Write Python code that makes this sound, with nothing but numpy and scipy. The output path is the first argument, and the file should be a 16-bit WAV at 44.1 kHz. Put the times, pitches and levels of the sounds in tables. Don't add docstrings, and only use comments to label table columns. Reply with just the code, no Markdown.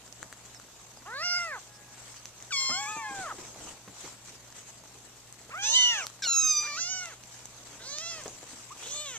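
import sys
import numpy as np
from scipy import signal
from scipy.fft import rfft, irfft, next_fast_len
from scipy.io import wavfile
from scipy.ndimage import uniform_filter1d

SR = 44100
rng = np.random.default_rng(int(sys.argv[2]) if len(sys.argv) > 2 else 0)


def store_pcm(level_fs):
    pcm = np.round(np.clip(level_fs, -1, 1) * 32767).astype(np.int16)
    wavfile.write(sys.argv[1], SR, np.atleast_2d(pcm).T)


N = 404838

# frequency in Hz, left minus right in dB, left lead in radians.
PORT_IMBALANCE = [(40, -5, 0.94), (200, 0, 0.1), (1000, .5, 0.09), (4720, -1, 0.28), (6210, -6.5, 0),
                  (6480, -10, 1.3), (7670, 25.5, 3), (9700, 10.5, 2), (13000, 5.5, 0.5)]
# frequency in Hz, gain in dB.
PORT_RING = [(4500, -0.5), (5500, -1.5), (6300, 6.5), (7500, -1), (9000, -24), (14000, -32)]
# frequency in Hz, left-right correlation.
CORRELATION = [(60, 0.54), (150, 0.94), (380, 0.75), (940, 0.73), (2340, 0.24), (5860, -0.14),
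               (14600, 0.088)]
# frequency in Hz, relative dB.
HISS_SPECTRUM = [(12, -41), (20, -11), (76, -26), (118, -31), (169, -1.5), (470, -10.5), (656, -2.5),
                 (865, -9), (1990, -10.5), (5380, -12.5), (7510, -31), (9110, -18), (13800, -17),
                 (15000, -54)]
SWISH_SPECTRUM = [(240, -43.5), (400, -9.5), (640, -11.5), (816, -7.5), (880, -4), (964, -5.5),
                  (1500, -9.5), (1800, -8.5), (5350, -7), (6220, -1), (7470, -3.5), (9810, -18),
                  (13900, -27), (15000, -53)]
RUMBLE_SPECTRUM = [(25, -8), (100, -9), (300, -4.5), (700, -9), (1500, -14.5), (3000, -48)]
# frequency in Hz, level in dB.
HUM_TONES = [(59.5, -70.5), (119, -63.5)]
# centre in seconds, length in seconds, swish in dB, rumble in dB.
SWELLS = [(0.237, .14, -54, -55), (0.484, 0.53, -56.5, -63), (0.933, 0.17, -64, -73),
          (1.43, 0.3, -47.5, -77), (1.612, 0.13, -49.5, -69), (2.08, 0.48, -48.5, -66),
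          (2.27, .12, -55, -70), (2.425, 0.24, -54.5, -68), (2.63, 0.19, -43.5, -75),
          (2.91, 0.32, -45, -60), (3.187, 0.36, -43, -51), (3.42, 0.46, -48, -52),
          (3.651, 0.35, -45.5, -49.5), (4.052, 0.34, -44, -59), (4.294, 0.25, -49, -64),
          (4.589, 0.13, -45, -65), (4.687, 0.09, -48, -61), (4.95, 0.1, -54, -65),
          (5.698, 0.48, -46.5, -79), (5.956, 0.48, -43, -80), (6.283, 0.11, -45, -63),
          (6.68, 0.43, -51, -68), (7.072, .24, -47.5, -73), (7.36, .3, -49.5, -67), (7.73, 1, -51, -58.5),
          (8.225, 0.61, -46, -56.5), (8.538, 0.52, -46.5, -62), (8.877, 0.51, -44, -59),
          (9.17, 0.13, -48, -65)]
# start in seconds, ring peak in dB, ring pitch in Hz,
# snap rms in dB, left minus right in dB.
SHORT_TICKS = [(0.038, -49, 926, -59, 0), (0.063, -53, 840, -56, 0.0), (0.078, -44, 1650, -53, -2),
               (0.126, -47, 703, -43, -11), (0.229, -25, 1620, -40.5, 4), (0.327, -31, 1630, -44.5, 2),
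               (0.461, -54, 756, -50, 3), (0.547, -37, 1880, -48, -12), (0.599, -36.5, 1340, -52, 0.0),
               (0.688, -51, 840, -58, 2), (0.799, -48, 1180, -68, 4), (0.973, -39, 820, -53, 3),
               (2.256, -30, 2640, -40, 1), (2.403, -41, 2560, -57, 0.0), (2.425, -40, 2100, -42.5, 2),
               (3.561, -37.5, 710, -66, -1.0), (4.284, -41, 1260, -54, 1.0), (4.503, -44, 937, -53, 4),
               (4.525, -41, 1790, -50, -0.5), (4.838, -40, 899, -58, 0.5), (4.858, -44, 1290, -59, 0.5),
               (5.326, -58, 1650, -43.5, -10), (5.415, -45, 830, -53, -2), (5.577, -50, 1550, -49, 9),
               (6.068, -33, 1346, -34, 1.5), (6.1, -41, 1180, -48, 0.0), (7.057, -44, 1357, -38.5, 4),
               (7.237, -36, 2850, -48, -6), (7.456, -42, 905, -40.5, -3), (7.985, -31, 2550, -34, -1.0),
               (8.237, -44, 703, -43.5, -2), (8.28, -35.5, 750, -41.5, -3)]
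# start and length in seconds,
# first, middle and last pitch in Hz, level in dB, octave overtone in relative dB.
THIN_NOTES = [(.548, 0.033, 5440, 5360, 4800, -53.5, -22), (.958, .045, 4660, 5020, 4300, -60, -22),
              (1.736, 0.042, 4340, 5200, 5100, -60, -30), (2.16, 0.037, 4470, 4770, 4700, -61, -30),
              (8.702, 0.034, 920, 1165, 1260, -44.5, -23), (1.64, 0.37, 830, 830, 830, -68.5, 2.5)]
# time in seconds, pitch in Hz, overtone level in dB,
# treble lift in dB as the mouth opens.
MEW_CONTOURS = [
    [(1.051, 318, -47, -5), (1.091, 430, -46, -18), (1.191, 588, -40.5, 11.5), (1.236, 692, -34.5, 9),
     (1.261, 708, -35.5, 15.5), (1.371, 705.6, -32.5, 11), (1.431, 693, -34.5, -3), (1.501, 619, -43.5, 1),
     (1.551, 490, -40.5, -16), (1.591, 334, -47, -8)],
    [(2.506, 1580, -43, 1), (2.516, 1514, -45, 4), (2.526, 1165, -34, 2.3), (2.571, 1073, -39, 9),
     (2.741, 1061, -37, 4.5), (2.786, 1110, -38, 2), (2.861, 1110, -41, -6), (2.891, 1268, -40, -15),
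     (2.961, 1235, -45.5, -16), (3.051, 1024, -47, -7), (3.101, 1075, -49, -17), (3.141, 1032, -56, -2)],
    [(2.691, 525, -37, -6), (2.726, 697, -36.5, 7), (2.811, 838, -34, 13.5), (2.956, 873.4, -31.5, 4),
     (3.001, 906, -32, 1), (3.101, 814, -32, -9), (3.221, 758, -33.5, -30), (3.261, 648, -34.5, -2),
     (3.331, 362, -42.5, -6)],
    [(5.501, 388, -42.5, -16), (5.551, 646, -42.5, -49), (5.591, 786, -30, -4), (5.65, 843, -37, 29.5),
     (5.721, 920, -37, 30), (5.766, 1014, -19.5, 14), (5.901, 973, -24, 15), (5.936, 915, -20.5, 9),
     (5.996, 774, -38.5, 18), (6.061, 542.6, -55, 12.8)],
    [(5.616, 472, -39, 17), (5.645, 491.7, -35.5, 14), (5.698, 589, -41, 22.5), (5.742, 626, -46, 27.5),
     (5.771, 714, -42, 24.5), (5.831, 725, -31, 12.5), (5.851, 700, -39, 18), (5.931, 698, -28.5, -5),
     (6.006, 531, -30, -5), (6.051, 402, -49, 12)],
    [(6.221, 1637, -15.5, -17.5), (6.25, 1490, -18, -7), (6.281, 1360, -34, 18.5), (6.336, 1333, -30, 15),
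     (6.41, 1282, -31, 13.5), (6.48, 1263, -30, 13.5), (6.56, 1203, -28.5, 8.5), (6.7, 1187, -28, -6.5),
     (6.756, 1139, -32, -5), (6.78, 1387, -25, -13), (6.798, 1620, -44, -9)],
    [(6.616, 391.5, -50, 2), (6.656, 480, -47.5, 8), (6.681, 600, -42, -1), (6.711, 584, -49, 5),
     (6.75, 627, -48, 10.5), (6.814, 678.6, -46, 16.5), (6.921, 744, -43.5, 10), (7.026, 723, -37.5, -4.5),
     (7.091, 648, -46.5, -8), (7.146, 403, -52, -3)],
    [(7.786, 418, -51, -6), (7.826, 453, -55, 15), (7.876, 537, -55, 21.5), (8.001, 625, -52.5, 21.5),
     (8.026, 661, -47, 11.5), (8.1, 682, -49.5, 18.5), (8.198, 612, -49, 2), (8.222, 516, -52, -6),
     (8.241, 505, -56, -6)],
    [(8.796, 419, -40, -19), (8.861, 470.3, -57, 7), (8.901, 558, -58, 14), (8.941, 592, -46.5, 8.5),
     (9.016, 601.4, -39, 5), (9.046, 589.5, -39, -0.5), (9.101, 530, -37.5, -3.5), (9.176, 431, -40.5, -10)],
]
# a mew's fundamental at its highest pitch, in dB.
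MEW_FUNDAMENTALS_DB = [-47.5, -39, -42, -44.5, -54, -39.5, -55.5, -54, -55.5]
MEW_BREATHS = [(.03, 8), (.05, 40), (.02, 9), (.05, 10), (.07, 13), (.09, 14), (.07, 8), (.1, 7), (.1, 6)]
MEW_THROATS = [(-14.4, -41, -1, 1, -6, -15, -48, -14.5, -13, -39, -33, -34, -22),
               (-4.2, -4.2, -4.2, -4, 0.5, -6.5, -2.5, -6.5, -1.5, -17.5, -4, -8.5, -10),
               (-17, -8.5, 0, -19, -24, -19, -37, -49, -44, -26, -24.5, -24, -14),
               (-20.3, -42, 8, -15, -12.5, -6.5, -32, -35, -29.5, -28, -61, -26, -32),
               (-15.6, -16.1, -19.5, -7, -30, 2.5, -23.5, -18.5, -33, -25, -19.5, -21.5, -39),
               (-14.0, -14.0, -14.0, 0.5, -12, -16.5, -26, -6, -22, -9.5, -23.5, -20.5, -9.5),
               (-11.1, -22.7, -6.5, -1, -9.5, -7, -17, -12.5, -6.5, -12.5, -17, -42, -22),
               (-5.4, -5.4, -3.5, -2.5, -5.5, -6, -21, -17, -11, -15, -24, -25, -34),
               (-8.5, -37, -9.5, -21, -12, -16, 0, -19.5, -20, -14.5, -7, -9, -3)]
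THROAT_HZ = [400, 800, 1300, 1900, 2500, 3100, 3800, 4600, 5500, 6500, 8000, 10000, 14000]
# left minus right in dB, left lead in milliseconds,
# how far the mouth follows the pitch from 0 to 1.
MEW_PLACES = [(-0.4, 0.074, 0.78), (3.5, 0.064, 0.08), (0.3, 0.04, 0.0), (-0.5, .12, 0.12),
              (0.5, 0.04, 0.77), (1, 0.0017, 0.14), (-0.7, 0.066, 0.7), (-1, 0.056, 1.0), (0, 0.046, 0.64)]
# rise time in seconds, length of the creak in seconds.
MEW_ONSETS = [(.01, 0), (.002, 0), (.003, .01), (.015, 0), (.02, 0), (.001, .034), (.02, 0), (.02, .05),
              (.03, .12)]
# start in seconds, peak in dB, pitch in Hz, 60 dB decay in seconds.
PAW_THUDS = [(1.766, -56, 121, 0.06), (2.691, -33.5, 251, 0.24), (2.963, -34.5, 360, 0.1),
             (3.108, -36, 299.6, 0.088), (3.188, -37, 323, 0.093), (3.379, -36.5, 372, 0.17),
             (3.554, -44, 272, 0.098), (3.621, -44, 121, 0.042), (3.701, -62, 121, 0.06),
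             (3.875, -39, 188, 0.098), (4.042, -36.5, 383, 0.11), (4.953, -46, 463, 0.036),
             (5.493, -38.5, 473, 0.032), (8.256, -30.5, 412, 0.11), (8.428, -37, 495, 0.05),
             (8.529, -42.5, 233, 0.089), (8.861, -41.5, 450, 0.077)]

HISS_DB, REVERB_DB = -59, -14
REST_SWISH_DB, REST_RUMBLE_DB = -54, -63
DIFFUSE_SHARE = 0.56
TOP_HZ = 14300
FLUTTER = .0075
SAG_DB = -19.5
CREAK_BREATH = .5


def gain_of(db):
    return 10 ** (np.asarray(db) / 20)


def unit_rms(x):
    return x / np.sqrt(np.mean(x ** 2) + 1e-20)


def curve_at(points, hz, column=1):
    table = np.transpose(points)
    return np.interp(np.log(hz + 1), np.log(table[0] + 1), table[column])


def drift(count, span):
    return unit_rms(uniform_filter1d(rng.standard_normal(count), size=span))


def add(mix, start_s, sound):
    part = mix[:, round(start_s * SR):][:, :sound.shape[1]]
    part += sound[:, :part.shape[1]]


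def ports(x, pan_db=0., lead_ms=0.):
    size = next_fast_len(len(x) + 256)
    hz = np.fft.rfftfreq(size, 1 / SR)
    apart_db = curve_at(PORT_IMBALANCE, hz) + pan_db
    left_share = 1 / (1 + gain_of(-2 * apart_db))
    lead = curve_at(PORT_IMBALANCE, hz, column=2) + 2 * np.pi * hz * lead_ms / 1000
    turn = np.exp(.5j * lead)
    spectrum = rfft(x, size)
    left = spectrum * np.sqrt(2 * left_share) * turn
    right = spectrum * np.sqrt(2 - 2 * left_share) / turn
    return irfft([left, right], size)


def noise_bed(spectrum, patchy_db, flicker_db):
    frames, hz = N // 128 + 5, np.fft.rfftfreq(512, 1 / SR)
    a, b, c, d, patches = rng.standard_normal((frames, 257, 5)).T
    left, unrelated = a + 1j * b, c + 1j * d
    patches = unit_rms(uniform_filter1d(uniform_filter1d(patches, size=6, axis=0), size=14, axis=1))
    flicker = drift(frames, 3)
    alike = np.clip(curve_at(CORRELATION, hz), -1, 1)[:, None]
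    spectra = np.array([left, alike * left + np.sqrt(1 - alike ** 2) * unrelated])
    apart_db = curve_at(PORT_IMBALANCE, hz) * np.where(hz < 1000, 1, DIFFUSE_SHARE)
    spectra *= gain_of(np.array([apart_db, -apart_db]) / 2)[:, :, None]
    spectra *= gain_of(curve_at(spectrum, hz)[:, None] + patchy_db * patches + flicker_db * flicker)
    return unit_rms(signal.istft(spectra, nperseg=512, noverlap=384)[1][:, :N])


def room_hiss():
    return gain_of(HISS_DB) * noise_bed(HISS_SPECTRUM, patchy_db=0.88, flicker_db=0.312)


def mains_hum():
    t = np.arange(N) / SR
    tones = np.zeros(N)
    for hz, db in HUM_TONES:
        level = gain_of(db + 1.9 * drift(N, 4000))
        tones += level * np.sin(2 * np.pi * hz * t + 0.25 * drift(N, 4000))
    return np.sqrt(2) * ports(tones)[:, :N]


def swell_envelopes():
    centre, length, swish_db, rumble_db = np.transpose(SWELLS)
    t = np.arange(0, N + 64, 64) / SR
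    swell = np.cos(np.pi * np.clip((t - centre[:, None]) / length[:, None], -.5, .5)) ** 4
    powers = (gain_of(2 * rest_db) + gain_of(2 * db) @ swell
              for rest_db, db in ((REST_SWISH_DB, swish_db), (REST_RUMBLE_DB, rumble_db)))
    return (np.interp(np.arange(N) / SR, t, np.sqrt(power)) for power in powers)


def rustle():
    swish, rumble = swell_envelopes()
    sound = swish * noise_bed(SWISH_SPECTRUM, patchy_db=2.23, flicker_db=1.5)
    sound += rumble * noise_bed(RUMBLE_SPECTRUM, patchy_db=1.4, flicker_db=1.44)
    for when, size, pitch, brightness, side in rng.random((300, 5)):
        crackle_db = 4.7 + 7.9 * size ** 4
        crackle = tick(ring_db=crackle_db - 14 * brightness, ring_hz=700 * 4 ** pitch,
                       snap_db=crackle_db - 13 - 14 * (1 - brightness), pan_db=10 * (side - .5))
        add(sound, when * N / SR, swish[int(when * N)] * crackle)
    return sound


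def tick(ring_db, ring_hz, snap_db, pan_db):
    t = np.arange(256) / SR
    ring = np.sin(2 * np.pi * ring_hz * t) * np.exp(-t * ring_hz / 1.12)
    hz = np.fft.rfftfreq(len(t), 1 / SR)
    burst = rng.standard_normal(len(t)) * np.exp(-abs(t - .0005) / .0001)
    low_cut = np.clip(hz / 6500, 0, 1) ** 2
    snap = irfft(rfft(burst) * gain_of(0.66 * curve_at(PORT_RING, hz)) * low_cut)
    sound = gain_of(ring_db) * ring / ring.max() + gain_of(snap_db) * unit_rms(snap)
    return ports(sound, pan_db, lead_ms=rng.uniform(-0.043, 0.036))


def bedroom_reverb(x):
    delays = np.arange(150, 12000, 20) + rng.integers(0, 20, (2, 593))
    decay = gain_of(-60 * delays / SR / 0.13)
    taps = np.zeros((2, 12100))
    np.put_along_axis(taps, delays, rng.choice([-1., 1.], delays.shape) * decay, 1)
    return signal.fftconvolve(x, taps / np.linalg.norm(taps[0]), axes=1)[:, :N]


def thin_note(length, first_hz, middle_hz, last_hz, db, octave_db):
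    progress = np.linspace(0, 1, round(length * SR))
    hz = np.polyval(np.polyfit([0, .5, 1], [first_hz, middle_hz, last_hz], 2), progress)
    phase = 2 * np.pi * np.cumsum(hz) / SR
    tone = np.sin(phase) + gain_of(octave_db) * np.sin(2 * phase)
    return ports(np.sqrt(2) * gain_of(db) * tone * signal.windows.tukey(len(tone), .4))


def mew(contour, fundamental_db, breathing, throat_db, place, onset):
    held_breath, full_glide = breathing
    pan_db, lead_ms, mouth_follows = place
    rise_s, creak_s = onset
    times, *columns = np.transpose(contour)
    start, end = times[0], times[-1]
    t = np.arange(start, end, 1 / SR)
    hz, overtone_db, treble_db = (np.interp(t, times, column) for column in columns)
    hz = uniform_filter1d(hz, size=300, mode="nearest")
    formant_shift = (hz / hz.max()) ** mouth_follows
    octaves = np.log2(hz / hz.max())

    glide = uniform_filter1d(abs(np.gradient(octaves)) * SR, size=900, mode="nearest")
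    creaking = np.clip((start + creak_s - t) / .004, 0, 1)
    breath = np.clip(held_breath + (glide / full_glide) ** 2 + CREAK_BREATH * creaking, 0, 1)
    shake = unit_rms(signal.fftconvolve(rng.standard_normal(len(t)), np.hanning(700), "same"))
    bursts = drift(len(t), 130)
    hz = hz * (1 + FLUTTER * shake)

    harmonic = np.arange(1, 30)[:, None]
    harmonic_hz = harmonic * hz
    formants_db = curve_at(list(zip(THROAT_HZ, throat_db)), harmonic_hz / formant_shift)
    db = overtone_db + formants_db + curve_at(PORT_RING, harmonic_hz)
    db += treble_db * np.clip(np.log2(harmonic_hz / 2400) / 0.61, 0, 1)
    db[0] = fundamental_db + SAG_DB * octaves ** 2
    waver = unit_rms(signal.fftconvolve(rng.standard_normal(db.shape), np.hanning(3500)[None], "same"))
    db += 1.21 * np.sqrt(harmonic) * waver

    air = uniform_filter1d(rng.standard_normal((*db.shape, 2)), size=40, axis=1)
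    air = unit_rms(uniform_filter1d(air, size=40, axis=1)) / np.sqrt(2)
    rough = np.clip(breath * gain_of(5.15 * bursts) * ((harmonic_hz - hz) / 3000), 0, 1)
    blur = np.sqrt(1 - rough ** 2) + rough * (air[..., 0] + 1j * air[..., 1])
    cycles = np.cumsum(hz) / SR
    phase = 2 * np.pi * (harmonic * cycles + rng.random(harmonic.shape))
    tones = gain_of(db) * (harmonic_hz < TOP_HZ) * (blur * np.exp(1j * phase)).real

    depth = 1.6 * creaking
    overtones = tones[1:].sum(0) * (1 - depth / 2 + depth * np.cos(np.pi * cycles))
    envelope = np.clip(np.minimum((t - start) / rise_s, (end - t) / 0.005), 0, 1)
    return start, ports(np.sqrt(2) * (tones[0] + overtones) * envelope, pan_db, lead_ms)


def paw_thud(db, hz, decay_s):
    t = np.arange(round(.15 * SR)) / SR
    band = signal.butter(1, [hz / 2, hz * 1.34], "band", fs=SR)
    puff = unit_rms(signal.lfilter(*band, rng.standard_normal(len(t))))
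    envelope = gain_of(-60 * t / decay_s) * (1 - np.exp(-t / 0.0015))
    sound = (np.sin(2 * np.pi * hz * t) + 1.35 * puff) * envelope
    return ports(gain_of(db) * sound / abs(sound).max())


def scene():
    events = np.zeros((2, N))
    for voice in zip(MEW_CONTOURS, MEW_FUNDAMENTALS_DB, MEW_BREATHS,
                     MEW_THROATS, MEW_PLACES, MEW_ONSETS):
        add(events, *mew(*voice))
    for source, cues in ((thin_note, THIN_NOTES), (tick, SHORT_TICKS), (paw_thud, PAW_THUDS)):
        for start, *settings in cues:
            add(events, start, source(*settings))
    reverb = gain_of(REVERB_DB) * bedroom_reverb(events)
    return events + reverb + rustle() + mains_hum() + room_hiss()


def record(dry):
    low_pass = signal.firwin(511, TOP_HZ, window=("kaiser", 9), fs=SR)
    return signal.oaconvolve(dry, low_pass[None], "same")


dry = scene()
out = record(dry)
store_pcm(out)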